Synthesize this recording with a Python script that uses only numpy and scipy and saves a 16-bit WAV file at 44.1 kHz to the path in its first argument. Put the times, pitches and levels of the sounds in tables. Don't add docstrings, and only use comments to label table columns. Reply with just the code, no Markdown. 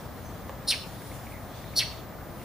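import sys
import numpy as np
from scipy import signal
from scipy.fft import rfft, irfft, next_fast_len
from scipy.io import wavfile
from scipy.ndimage import uniform_filter1d, map_coordinates

SR = 44100
rng = np.random.default_rng(int(sys.argv[2]) if len(sys.argv) > 2 else 0)


def materialize(psi):
    bounded = np.clip(np.atleast_2d(psi).T, -1, 1)
    quanta = np.round(bounded * 32767).astype(np.int16)
    wavfile.write(sys.argv[1], SR, quanta)


def invert_db(level):
    return 10 ** (np.asarray(level, dtype=float) / 20)


N = 107780
TIME_S = np.arange(N) / SR


def unit(x):
    return x / np.sqrt(np.mean(x ** 2) + 1e-20)


def along(points, hz):
    point_hz, value = np.transpose(points)
    return np.interp(np.log(hz + 1), np.log(point_hz + 1), value)


def wobble(rate_hz):
    knots = rng.standard_normal(int(N * rate_hz / SR) + 4)
    return map_coordinates(knots, [np.arange(N) * rate_hz / SR])


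def filtered(x, response):
    size = next_fast_len(N + SR // 2)
    spectrum = rfft(x, size) * response(np.fft.rfftfreq(size, 1 / SR))
    return irfft(spectrum, size)[..., :N]


def peak(f, hz, width_hz):
    return 1j * f * width_hz / (hz * hz - f * f + 1j * f * width_hz)


def grains(start_s, level_db, pitch_hz, t60_s):
    t = np.arange(SR // 20)[None] / SR
    columns = (start_s, level_db, pitch_hz, t60_s)
    start_s, level_db, pitch_hz, t60_s = (np.reshape(v, (-1, 1)) for v in columns)
    decay = invert_db(level_db - 60 * t / t60_s)
    wave = decay * np.sin(2 * np.pi * pitch_hz * t) * (1 - np.exp(-t * pitch_hz))
    at = np.round(start_s * SR).astype(int) + np.arange(t.size)
    return np.bincount(at.ravel(), wave.ravel(), N + SR)[:N]


# hz, likeness (0-1)
LIKENESS = [(60, 0.91), (180, 0.81), (550, 0.85), (1650, 0.71), (4970, 0.36), (15000, 0.21)]
# hz, left_over_right_db
LEFT_LEAN = [(60, 5.5), (180, 2.5), (550, 1), (1650, 0.5), (4970, -0.5), (15000, 0.5)]


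def rush(gain, patchy_db):
    z = signal.stft(rng.standard_normal((2, N)), nperseg=512)[2]
    field = uniform_filter1d(rng.standard_normal(z.shape[1:]), 6, 0)
    field = uniform_filter1d(field, 14, 1)
    pair = signal.istft(z * invert_db(patchy_db * unit(field)), nperseg=512)[1][:, :N]

    def mid_side(hz):
        turn = np.arccos(np.clip(along(LIKENESS, hz), -1, 1)) / 2
        return gain(hz) * [np.cos(turn), np.sin(turn)]

    def lean(hz):
        return invert_db(np.outer([0.5, -0.5], along(LEFT_LEAN, hz)))

    mid, side = filtered(pair, mid_side)
    return unit(filtered(np.array([mid + side, mid - side]), lean))


# start_s, rise_s, hold_s, tear_db, quills_db
TEARS = [
    (0.671, 0.017, .024, -23.5, -16),
    (1.754, .022, .019, -22.5, -15.5),
]
# pitch_hz, width_hz, level_db
TAUT_SKIN = [
    [(4160, 750, 2), (5280, 470, -2.5), (9420, 750, -2), (10480, 710, -10), (8400, 530, -12.5),
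     (13400, 2500, -17), (4530, 3400, -11.5)],
    [(4330, 630, 0.5), (5680, 380, -3.5), (9170, 1800, -13.5), (10800, 1600, -21), (7540, 480, -25),
     (13400, 4000, -20.5), (4540, 2300, -14)],
]


def tear(row, skin_modes):
    start_s, rise_s, hold_s, tear_db, quills_db = row
    lead_db, split_hz = -26.5, 7000
    low_t60_s, high_t60_s = 0.03, 0.062
    t = TIME_S - start_s
    rise_db = lead_db * np.clip(1 - t / rise_s, 0, None) ** 2
    after_s = np.clip(t - rise_s - hold_s, 0, None)

    def skin(f):
        return sum(invert_db(db) * np.abs(peak(f, hz, width)) ** 3 for hz, width, db in skin_modes)

    barbs = rng.standard_normal(N) * invert_db(0.5 * wobble(344))
    hiss = unit(filtered(barbs, skin))
    low = filtered(hiss, lambda f: f < split_hz)
    high = hiss - low
    hiss = invert_db(-60 * after_s / low_t60_s) * low + invert_db(-60 * after_s / high_t60_s) * high
    return invert_db(tear_db + rise_db) * hiss + quills(start_s + rise_s + hold_s, quills_db)


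def quills(release_s, level_db):
    from_hz, to_hz, spread = 3230, 1790, 0.7
    length_s, early_s, cycles = 0.039, 0.004, 6.14
    fade_db, tilt_db, size_db = -14.5, -2, 20
    step, above, size = rng.random((3, 120))
    progress = np.cumsum(step) / np.sum(step)
    glide_hz = from_hz * (to_hz / from_hz) ** progress ** 1.1
    pitch_hz = glide_hz * np.exp(spread * above ** 2)
    pop_db = level_db + fade_db * progress + tilt_db * above + size_db * (size ** 2 - 0.5)
    return grains(release_s - early_s + progress * length_s, pop_db, pitch_hz, cycles * 2 / pitch_hz)


# start_s, peak_db, pitch_hz
TICKS = [
    (1.0196, -37, 2070),
    (1.1159, -33, 2140),
    (1.269, -34, 2280),
    (1.323, -35, 2400),
    (1.6418, -35, 1900),
    (1.7374, -36, 2210),
    (2.4159, -37, 2100),
]
# start_s, peak_db, pitch_hz
TAP = [
    (0.495, -32, 530),
]
# start_s, length_s, pitch_hz, level_db
SQUEAKS = [
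    (1.3, 0.099, 2110, -53.5),
    (0.234, 0.067, 6200, -57),
]


def taps():
    tick_t60_s, tap_t60_s, lift_db, puff_db = 0.011, 0.051, 1, 2
    start_s, peak_db, pitch_hz = np.vstack([TICKS, TAP]).T
    t60_s = [tick_t60_s] * len(TICKS) + [tap_t60_s]
    out = grains(start_s, peak_db + lift_db, pitch_hz, t60_s)
    tap_s, tap_db, _ = TAP[0]
    puff = unit(filtered(rng.standard_normal(N), lambda f: peak(f, 630, 450) ** 2))
    fade_db = -60 * np.abs(TIME_S - tap_s) / tap_t60_s
    out = out + puff * invert_db(tap_db + puff_db + fade_db) * (TIME_S > tap_s)
    for squeak_s, length_s, hz, level_db in SQUEAKS:
        swell = np.sin(np.pi * np.clip((TIME_S - squeak_s) / length_s, 0, 1))
        squeak = unit(filtered(rng.standard_normal(N), lambda f: peak(f, hz, 220) ** 2))
        out = out + invert_db(level_db) * swell * squeak
    return out


# time_s, pressure_db, brightness_db
STROKES = [(0, -57, -2.5), (.1, -63.5, -2.5), (.3, -59, -2), (.6, -62.5, -2.5), (.92, -55, -1),
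           (1.13, -56, 0.5), (1.32, -54.5, -2.5), (1.35, -62, 0), (1.47, -62.5, -1.5), (1.55, -53.5, -7),
           (1.72, -57, -5), (2.0, -56, -7.5), (2.11, -68, -1.5), (2.3, -67, 6), (2.44, -55, -3.5)]
# hz, level_db (per Hz)
RUSTLE_LOW = [(1500, -49), (2200, -0.5), (3500, 1), (5500, -4.5), (7000, -3.5), (8000, -7.5), (10000, -70)]
# hz, level_db (per Hz)
RUSTLE_HIGH = [(7000, -37), (8500, -3.5), (10200, 1), (11200, -4.5), (11800, -17), (12800, -7), (14000, 1),
               (14400, -70)]


def rubbing():
    time_s, pressure, brightness = np.transpose(STROKES)
    pressure_db = np.interp(TIME_S, time_s, pressure)
    brightness_db = np.interp(TIME_S, time_s, brightness)
    low = rush(lambda hz: invert_db(along(RUSTLE_LOW, hz)), patchy_db=2.5)
    high = rush(lambda hz: invert_db(along(RUSTLE_HIGH, hz)), patchy_db=2.0)
    return invert_db(pressure_db + 0.96 * wobble(39.84)) * (low + invert_db(brightness_db) * high)


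# hz, t60_s
ROOM_DECAY = [(1500, 0.23), (4000, 0.39), (7000, 0.38), (12000, .18)]


def room(x):
    tail_db, echo_db = -7.5, -19.5
    echo_s, blur_t60_s, echo_hz = 0.112, 0.093, 7100
    hz, t, z = signal.stft(rng.standard_normal((2, SR // 2)), SR, nperseg=256)
    decay = invert_db(-60 * t / along(ROOM_DECAY, hz)[:, None])
    tail = signal.istft(z * decay, SR, nperseg=256)[1]
    blur_s = np.arange(SR // 10) / SR
    blur = rng.standard_normal((2, SR // 10)) * invert_db(-60 * blur_s / blur_t60_s)

    def far_wall(f):
        return np.exp(-2j * np.pi * f * echo_s) / (1 + 1j * f / echo_hz) ** 2

    def spread(v, answer):
        wide = (answer + 0.28 * answer[::-1]) / np.linalg.norm(answer[0])
        return signal.fftconvolve(v[None], wide, axes=1)[:, :N]

    late = np.pad(x, (130, 0))
    return invert_db(tail_db) * spread(late, tail) + invert_db(echo_db) * spread(filtered(x, far_wall), blur)


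# hz, level_db (per Hz)
RUMBLE = [(12, -40), (20, -17.5), (57, -0.5), (107, 0), (208, -4), (275, -6.5), (403, -11), (613, -7.5),
          (1300, -17), (1690, -89), (2860, -120)]
# hz, level_db (per Hz)
AIR_HISS = [(700, -34), (1200, -4), (1860, -6), (2700, -16.5), (5590, -19), (10200, -26), (13400, -32),
            (14500, -57), (14600, -90)]
# pitch_hz, width_hz, level_db
HUM = [(116.9, 9.9, -52.5)]


def background():
    rumble = invert_db(-41) * rush(lambda hz: invert_db(along(RUMBLE, hz)), patchy_db=0.43)
    hiss = invert_db(-52) * rush(lambda hz: invert_db(along(AIR_HISS, hz)), patchy_db=0.0)
    hum = 0
    for hz, width_hz, level_db in HUM:
        hum = hum + invert_db(level_db) * rush(lambda f: peak(f, hz, width_hz) ** 2, patchy_db=2.2)
    whine = invert_db(-53.5 + 0.4 * wobble(6)) * np.sin(2 * np.pi * 14835.3 * TIME_S)
    return rumble + hiss + hum + whine * invert_db([[0.6], [-0.6]])


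def scene():
    left_db, lag_s = -0.5, 2e-5
    near = [tear(row, modes) for row, modes in zip(TEARS, TAUT_SKIN)]
    near.append(taps())

    def place(f):
        return invert_db([[left_db / 2], [-left_db / 2]]) * np.exp(np.outer([-1j, 1j], np.pi * f * lag_s))

    return filtered(sum(near), place) + sum(room(x) for x in near) + rubbing() + background()


def band_limit(x):
    return signal.sosfilt(signal.butter(12, 15660, fs=SR, output="sos"), x)


def record(dry):
    top_hz = 15250
    mix = filtered(dry, lambda f: 1 / (1 + (f / top_hz) ** 60))
    return band_limit(mix)


dry = scene()
out = record(dry)
materialize(out)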